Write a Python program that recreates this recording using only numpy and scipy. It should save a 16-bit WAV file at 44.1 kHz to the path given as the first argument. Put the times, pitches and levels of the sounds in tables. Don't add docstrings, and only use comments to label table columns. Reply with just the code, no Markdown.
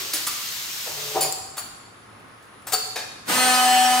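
import sys
import numpy as np
from scipy import signal
from scipy.fft import rfft, irfft, next_fast_len
from scipy.io import wavfile
from scipy.ndimage import uniform_filter1d, map_coordinates

SR = 44100
rng = np.random.default_rng(int(sys.argv[2]) if len(sys.argv) > 2 else 0)


def linear_from_db(decibels):
    return 10 ** (np.asarray(decibels, float) / 20)


def unload_audio(sound):
    columns = np.transpose(np.atleast_2d(sound))
    steps = np.round(np.clip(columns, -1, 1) * 32767)
    wavfile.write(sys.argv[1], SR, steps.astype(np.int16))


N = 176400
T = np.arange(N) / SR


def unit(x):
    return x / np.sqrt(np.mean(x ** 2) + 1e-20)


def along(points, hz):
    point_hz, value = np.transpose(points)
    return np.interp(np.log(hz + 1), np.log(point_hz + 1), value)


def curves(rows):
    seconds, *columns = np.transpose(rows)
    return [np.interp(T, seconds, column) for column in columns]


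def fall_db(start_s, t60_s):
    return -60 * np.clip(T - start_s, 0, 9) / t60_s


def wobble(rate):
    return map_coordinates(rng.standard_normal(99 * 8), [T * rate])


def filtered(x, response):
    size = next_fast_len(x.shape[-1] + 8192)
    spectrum = rfft(x, size) * response(np.fft.rfftfreq(size, 1 / SR))
    return irfft(spectrum, size)[..., :x.shape[-1]]


def leading(pair):
    lead_s, top_hz = 4.5e-5, 5500

    def response(f):
        return np.exp(1j * np.pi * lead_s * np.outer([1, -1], f / (1 + (f / top_hz) ** 4)))
    return filtered(pair, response)


# frequency in Hz, correlation.
LIKENESS = [(100, .98), (400, 0.4), (1200, 0), (4000, .2), (7500, 0.45), (10500, .25), (13000, 0.8)]


def rush(spectrum):
    patchy_db = .8
    z = signal.stft(rng.standard_normal((2, N)), nperseg=512)[2]
    field = uniform_filter1d(rng.standard_normal(z.shape[1:]), size=6, axis=0)
    field = uniform_filter1d(field, size=10, axis=1)
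    noise = signal.istft(z * linear_from_db(patchy_db * unit(field)), nperseg=512)[1][:, :N]

    def response(hz):
        turn = np.arccos(np.clip(along(LIKENESS, hz), -1, 1)) / 2
        return linear_from_db(along(spectrum, hz)) * [np.cos(turn), np.sin(turn)]
    mid, side = filtered(noise, response)
    return unit(leading(np.array([mid + side, mid - side])))


# frequency in Hz, level in dB.
WALLS = [(300, -1), (5000, -0.5), (9000, -4), (16000, -2.5)]
# frequency in Hz, 60 dB decay in seconds.
HALL_T60 = [(300, 0.76), (3000, 0.94), (9000, 1), (16000, 0.39)]


def placed(x, pan_db, wet_db):
    hz, t, z = signal.stft(rng.standard_normal((2, SR)), SR, nperseg=256)
    tail_db = along(WALLS, hz)[:, None] - 60 * t / along(HALL_T60, hz)[:, None]
    tail = signal.istft(z * linear_from_db(tail_db), SR, nperseg=256)[1]
    tail /= np.linalg.norm(tail[0])
    late = np.pad(x, (300, 0))[None]
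    wet = signal.fftconvolve(late, tail, axes=1)[:, :len(x)]
    pan = linear_from_db(np.array([[pan_db], [-pan_db]]) / 2)
    return leading(np.array([x, x])) * pan + linear_from_db(wet_db) * wet


# time in seconds, flow in dB.
AIR_FLOW = [
    (0, -28),
    (.05, -31),
    (1.16, -30),
]
# frequency in Hz, density in dB per Hz.
JET = [(250, -27), (500, -21), (1000, -9.5), (3900, -2), (6500, -3.5), (10500, -12.5), (14000, -9),
       (16000, -12.5)]


def valve():
    shut_s, t60_s = 1.185, 0.6
    flow_db, = curves(AIR_FLOW)
    gain = linear_from_db(flow_db + wobble(12.66) / 2 + fall_db(shut_s, t60_s))
    return gain * rush(JET) * linear_from_db([[.5], [-.5]])


# start in seconds, level in dB, rise in seconds,
# 60 dB decay of the rattle in seconds, noise over ring in dB.
HITS = [(0, -43, .003, 0.62, -6), (.131, -28, 0.0049, 0.24, 6.5), (.263, -25.5, 0.0064, 0.17, 2.5),
        (.855, -43, 0.012, 0.21, 5), (1.137, -23.5, 0.024, 0.28, 0.5), (1.201, -21, 0.0085, 0.31, -6),
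        (1.222, -22.5, 0.0067, 0.14, -2.5), (1.243, -35, 0.006, 0.15, 4.5),
        (1.321, -21, 0.0036, 0.027, -11.5), (1.558, -37.5, 0.015, 0.12, 3),
        (1.576, -27.5, 0.0037, 0.19, -5), (2.195, -63, 0.0038, .06, 3), (2.283, -65, 0.0033, .03, 1),
        (2.416, -66, 0.011, 0.23, 7), (2.618, -59, .003, .04, 2), (2.665, -34, 0.0061, 0.34, -1),
        (2.716, -27, .008, 0.13, 2), (2.726, -15.5, 0.0087, 0.13, -7), (2.957, -29, 0.0017, 0.31, -1),
        (2.958, -43, 0.004, 0.23, 4.5)]
PANS_DB = [2, -0.5, 0.5, 2, 1.5, 2, 0.5, -8, 5, 1, 3, 8, 0, 7, 7, 4, 8, 3, 2, 12]
# resonance in Hz, width in Hz, level in dB.
EARLIER = [(380, 40, 0), (1110, 50, 0), (1620, 90, -2)]
GRIP_A = [(312, 9, -6), (4490, 60, -1), (9950, 50, 1), (12900, 60, -3), (14100, 90, -6)]
GRIP_B = [(1190, 110, 2), (4490, 60, -6), (10600, 50, 2), (14000, 60, -3), (14900, 60, -10)]
STOP = [(415, 84, 3.5), (764, 3.7, 6), (970, 20, -58), (1230, 23, -8)]
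PAWL = [(7580, 150, 5), (12900, 120, -6), (14700, 200, -6)]
CAM_A = [(2480, 60, -12), (4490, 35, -1), (4930, 55, -2), (7070, 50, -3), (7190, 40, 2), (9720, 90, 1),
         (10570, 70, 0), (13900, 110, -5), (15150, 170, -4)]
CAM_B = [(760, 40, -9), (1300, 250, -2), (4490, 45, -2), (7170, 50, -1), (9760, 110, -4), (10570, 45, -4),
         (15280, 90, -6)]
LATCH = [(900, 470, 2.5), (4520, 40, -12), (8120, 136, 1), (14100, 140, -3)]
CAM_C = [(426, 14, -9), (750, 15.5, -1), (1340, 75, -6.5), (4495, 76, 4), (7190, 18, 0.5), (9570, 29, -4.5),
         (10500, 49, -16), (13900, 51, -7), (15120, 46, -5)]
PRESS = [(760, 160, -1), (1750, 80, 0), (2450, 70, -2), (3760, 30, -3), (4480, 25, -3), (5160, 45, -4),
         (6250, 60, -8)]
# frequency in Hz, level in dB.
CLACK = [(100, -45), (300, -4), (700, -8), (3000, -1), (8000, 1), (15000, -5)]
# frequency in Hz, level in dB.
THUD = [(150, -26), (300, -17), (400, -3), (620, -1), (950, -5), (1500, -20), (4000, -38)]
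# frequency in Hz, level in dB.
PADDED = [(100, -21), (400, -1), (2000, -3), (6000, -3.5), (15000, -14)]


def clacks():
    damped_hz = 9200
    widen, wet_db = 1.5, -3
    out, t = np.zeros((2, N + 2 * SR)), np.arange(SR) / SR
    parts = [EARLIER, GRIP_A, GRIP_B, STOP, STOP, CAM_A, CAM_A, STOP, PAWL, LATCH, CAM_B,
             LATCH, LATCH, LATCH, PAWL, LATCH, LATCH, CAM_C, PRESS, STOP]
    for (start, db, rise, t60, noise_db), pan_db, part in zip(HITS, PANS_DB, parts):
        shape = np.minimum(t / rise, 1) ** 2 * linear_from_db(-60 * np.maximum(t - rise, 0) / t60)
        rattle = shape * rng.standard_normal((len(part) + 1, len(t)))
        hz, width, level = np.transpose(part)[:, :, None]

        def resonance(f):
            return 1j * f * width / (hz * hz - f * f + 1j * f * width * widen)
        rings = filtered(rattle[1:] * shape ** (hz / damped_hz), resonance)
        ring = np.sum(linear_from_db(level) * rings / np.linalg.norm(rings, axis=1)[:, None], 0)

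        colour = CLACK
        if part is STOP or part is EARLIER:
            colour = THUD
        elif part is PRESS:
            colour = PADDED
        crack = filtered(rattle[0], lambda f: linear_from_db(along(colour, f)))
        both = ring / np.linalg.norm(ring) + linear_from_db(noise_db) * crack / np.linalg.norm(crack)
        hit = linear_from_db(db) * np.linalg.norm(shape) * placed(both, pan_db, wet_db)
        out[:, round(start * SR):][:, :len(t)] += hit
    return out[:, :N]


def tones(lines):
    sway_db, spread = 2, .3
    out = 0
    for hz, db in lines:
        phase = 2 * np.pi * hz * T + rng.normal(0, spread, (2, 1))
        out = out + linear_from_db(db + sway_db * wobble(15.0)) * np.sqrt(2) * np.sin(phase)
    return out


# frequency in Hz, density in dB per Hz.
VENTILATION = [(15, -58), (25, -11), (97, -4.5), (734, -11), (1230, -7), (6740, -30), (10200, -39),
               (11000, -61), (12300, -40), (15000, -38), (15600, -65)]
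# frequency in Hz, rms level in dB.
HUM = [(107.7, -61), (727, -73), (1071, -65), (1249, -63.5), (9851, -63.5), (9981, -71), (10148, -77)]


def hall():
    return linear_from_db(-47) * rush(VENTILATION) + tones(HUM)


SLIDE_S = (.87, .92, 1.13, 1.273)
# frequency in Hz, rms level in dB.
DRIVE = [(145.3, -48.5), (430.7, -47.5), (600, -53)]


def slide():
    moves, sings, ends, stops = SLIDE_S
    moving = np.clip((T - moves) / 0.009, 0, 1) * linear_from_db(fall_db(stops, 0.54))
    singing = np.clip((T - sings) / 0.068, 0, 1) * linear_from_db(fall_db(ends, 0.4))
    lowest = moving * np.clip((T - sings) / 0.032, 0, 1) * tones(DRIVE[:1])
    drive = linear_from_db(1) * (singing * tones(DRIVE[1:]) + lowest)
    return drive + moving * linear_from_db(-44.5) * rush(THUD)


# time in seconds, stroke rate in Hz.
STROKES = [
    (3.3, 242),
    (3.36, 253.1),
    (3.42, 253.8),
    (3.55, 252),
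    (3.66, 250.8),
    (4, 250.9),
]
# time in seconds, tone in dB, melt (0 dry, 1 soft, 2 molten), third order in dB.
WELD = [(3.28, -32.5, 0.59, -61), (3.33, -25.5, 0.74, -45), (3.375, -23.5, 0.25, -38),
        (3.41, -22.5, 0.13, -28.5), (3.49, -22.5, 0.21, -21.5), (3.58, -19, 1.1, -27),
        (3.67, -17.5, 1.76, -18.5), (3.8, -17, 2.11, -18), (4, -24.5, 0.69, -21.5)]
# time in seconds, friction in dB.
RUB = [(3.255, -50), (3.28, -32.5), (3.295, -21.5), (3.4, -21.5), (3.55, -23), (3.75, -24), (4, -25.5)]
DRY = [-10, -7.5, 0, -17, -9.5, -11.5, -5.5, -10, -24, -11.5, -15.5, -16, -12, -20, -18, -14, -10, -21, -28,
       -23, -35, -27, -18, -28, -19.5, -25, -25, -19, -17, -16, -24, -23, -12, -15, -11, -18, -14, -18, -24,
       -16]
SOFT = [-12, -15.5, 0, -10.5, -9, -12.5, -18.5, -20, -24, -20, -22, -11.5, -22, -25, -19, -21, -19, -19,
        -18, -16, -31, -23, -26, -17, -19.5, -24, -30, -28, -25, -19, -29, -22, -28, -18, -15, -19, -22,
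        -22, -34, -25]
MOLTEN = [-17, -29.5, 0, -29, -22, -23.5, -18.5, -29, -26, -26.5, -16, -16, -23.5, -33, -40, -36, -22.5,
          -33, -29, -38, -31, -25.5, -23, -37, -27, -34, -35, -26, -27, -35, -19, -31, -23, -22.5, -21,
          -17.5, -28, -32, -42, -26.5]
# frequency in Hz, density in dB per Hz.
FRICTION = [(59, -79), (100, -42), (244, -23), (302, -24), (676, -12.5), (752, -10), (930, -11),
            (8830, -21), (16000, -25.5)]
# frequency in Hz, level in dB.
FRAME = [(40, -45), (100, -3), (180, 8), (3000, -25.5)]


def welder():
    wander_db, flutter_db, jitter = 2, 3, .045
    squeal_s, squeal_wide_s, squeal_hz, squeal_db = 3.865, .035, 5620, 8
    wet_db, body_wet_db = -5, -12.5
    a = int(3.2 * SR)
    t = T[a:]
    weld_s, rub_s = WELD[0][0], RUB[0][0]
    (hz,), (tone_db, melt, third_db), (rub_db,) = curves(STROKES), curves(WELD), curves(RUB)
    phase = 2 * np.pi * np.cumsum(hz[a:]) / SR

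    def sine(k):
        unsteady = jitter * k * wobble(40)[a:] + rng.uniform(0, 2 * np.pi)
        return (t > weld_s) * np.sqrt(2) * np.sin(k * phase + unsteady)

    orders = 0
    for k, *states in zip(range(1, 41), DRY, SOFT, MOLTEN):
        if k in (1, 3):
            continue
        unrest_db = (wander_db * np.tanh(wobble(14)) + flutter_db * wobble(60))[a:]
        db = np.interp(melt[a:], range(3), states) + min(k / 8, 1) ** 2 * unrest_db
        near = ((t - squeal_s) / squeal_wide_s) ** 2 + ((k * hz[-1] - squeal_hz) / 300) ** 2
        db = db + squeal_db * np.exp(-near)
        orders = orders + linear_from_db(db + tone_db[a:]) * sine(k)

    first = linear_from_db(-34 - 190 * np.clip(3.39 - t, 0, 9)) * sine(0.99)
    third = linear_from_db(third_db[a:]) * sine(3)
    tone = placed(orders, 1.0, wet_db) + placed(first, -6, body_wet_db) + placed(third, 1.6, body_wet_db)

    friction = linear_from_db(rub_db) * (T > rub_s) * rush(FRICTION)
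    rub = friction[:, a:] * (1 + 0.16 * np.sin(phase))
    shudder = linear_from_db(-31.5 - 60 * (T - weld_s) + rub_db - rub_db.max()) * rush(FRAME)
    return np.pad(tone + rub + shudder[:, a:], ((0, 0), (a, 0)))


def scene():
    return valve() + clacks() + hall() + slide() + welder()


def low_pass(x):
    return signal.sosfilt(signal.butter(12, 16230, fs=SR, output="sos"), x)


def record(dry):
    bass_cut_hz, top_hz = 55, 15800

    def microphone(f):
        bass = (1j * f / (bass_cut_hz + 1j * f)) ** 2
        return bass * np.clip((top_hz - f) / 400 + .5, 0, 1)
    mix = filtered(dry, microphone)
    return low_pass(mix)


dry = scene()
out = record(dry)
unload_audio(out)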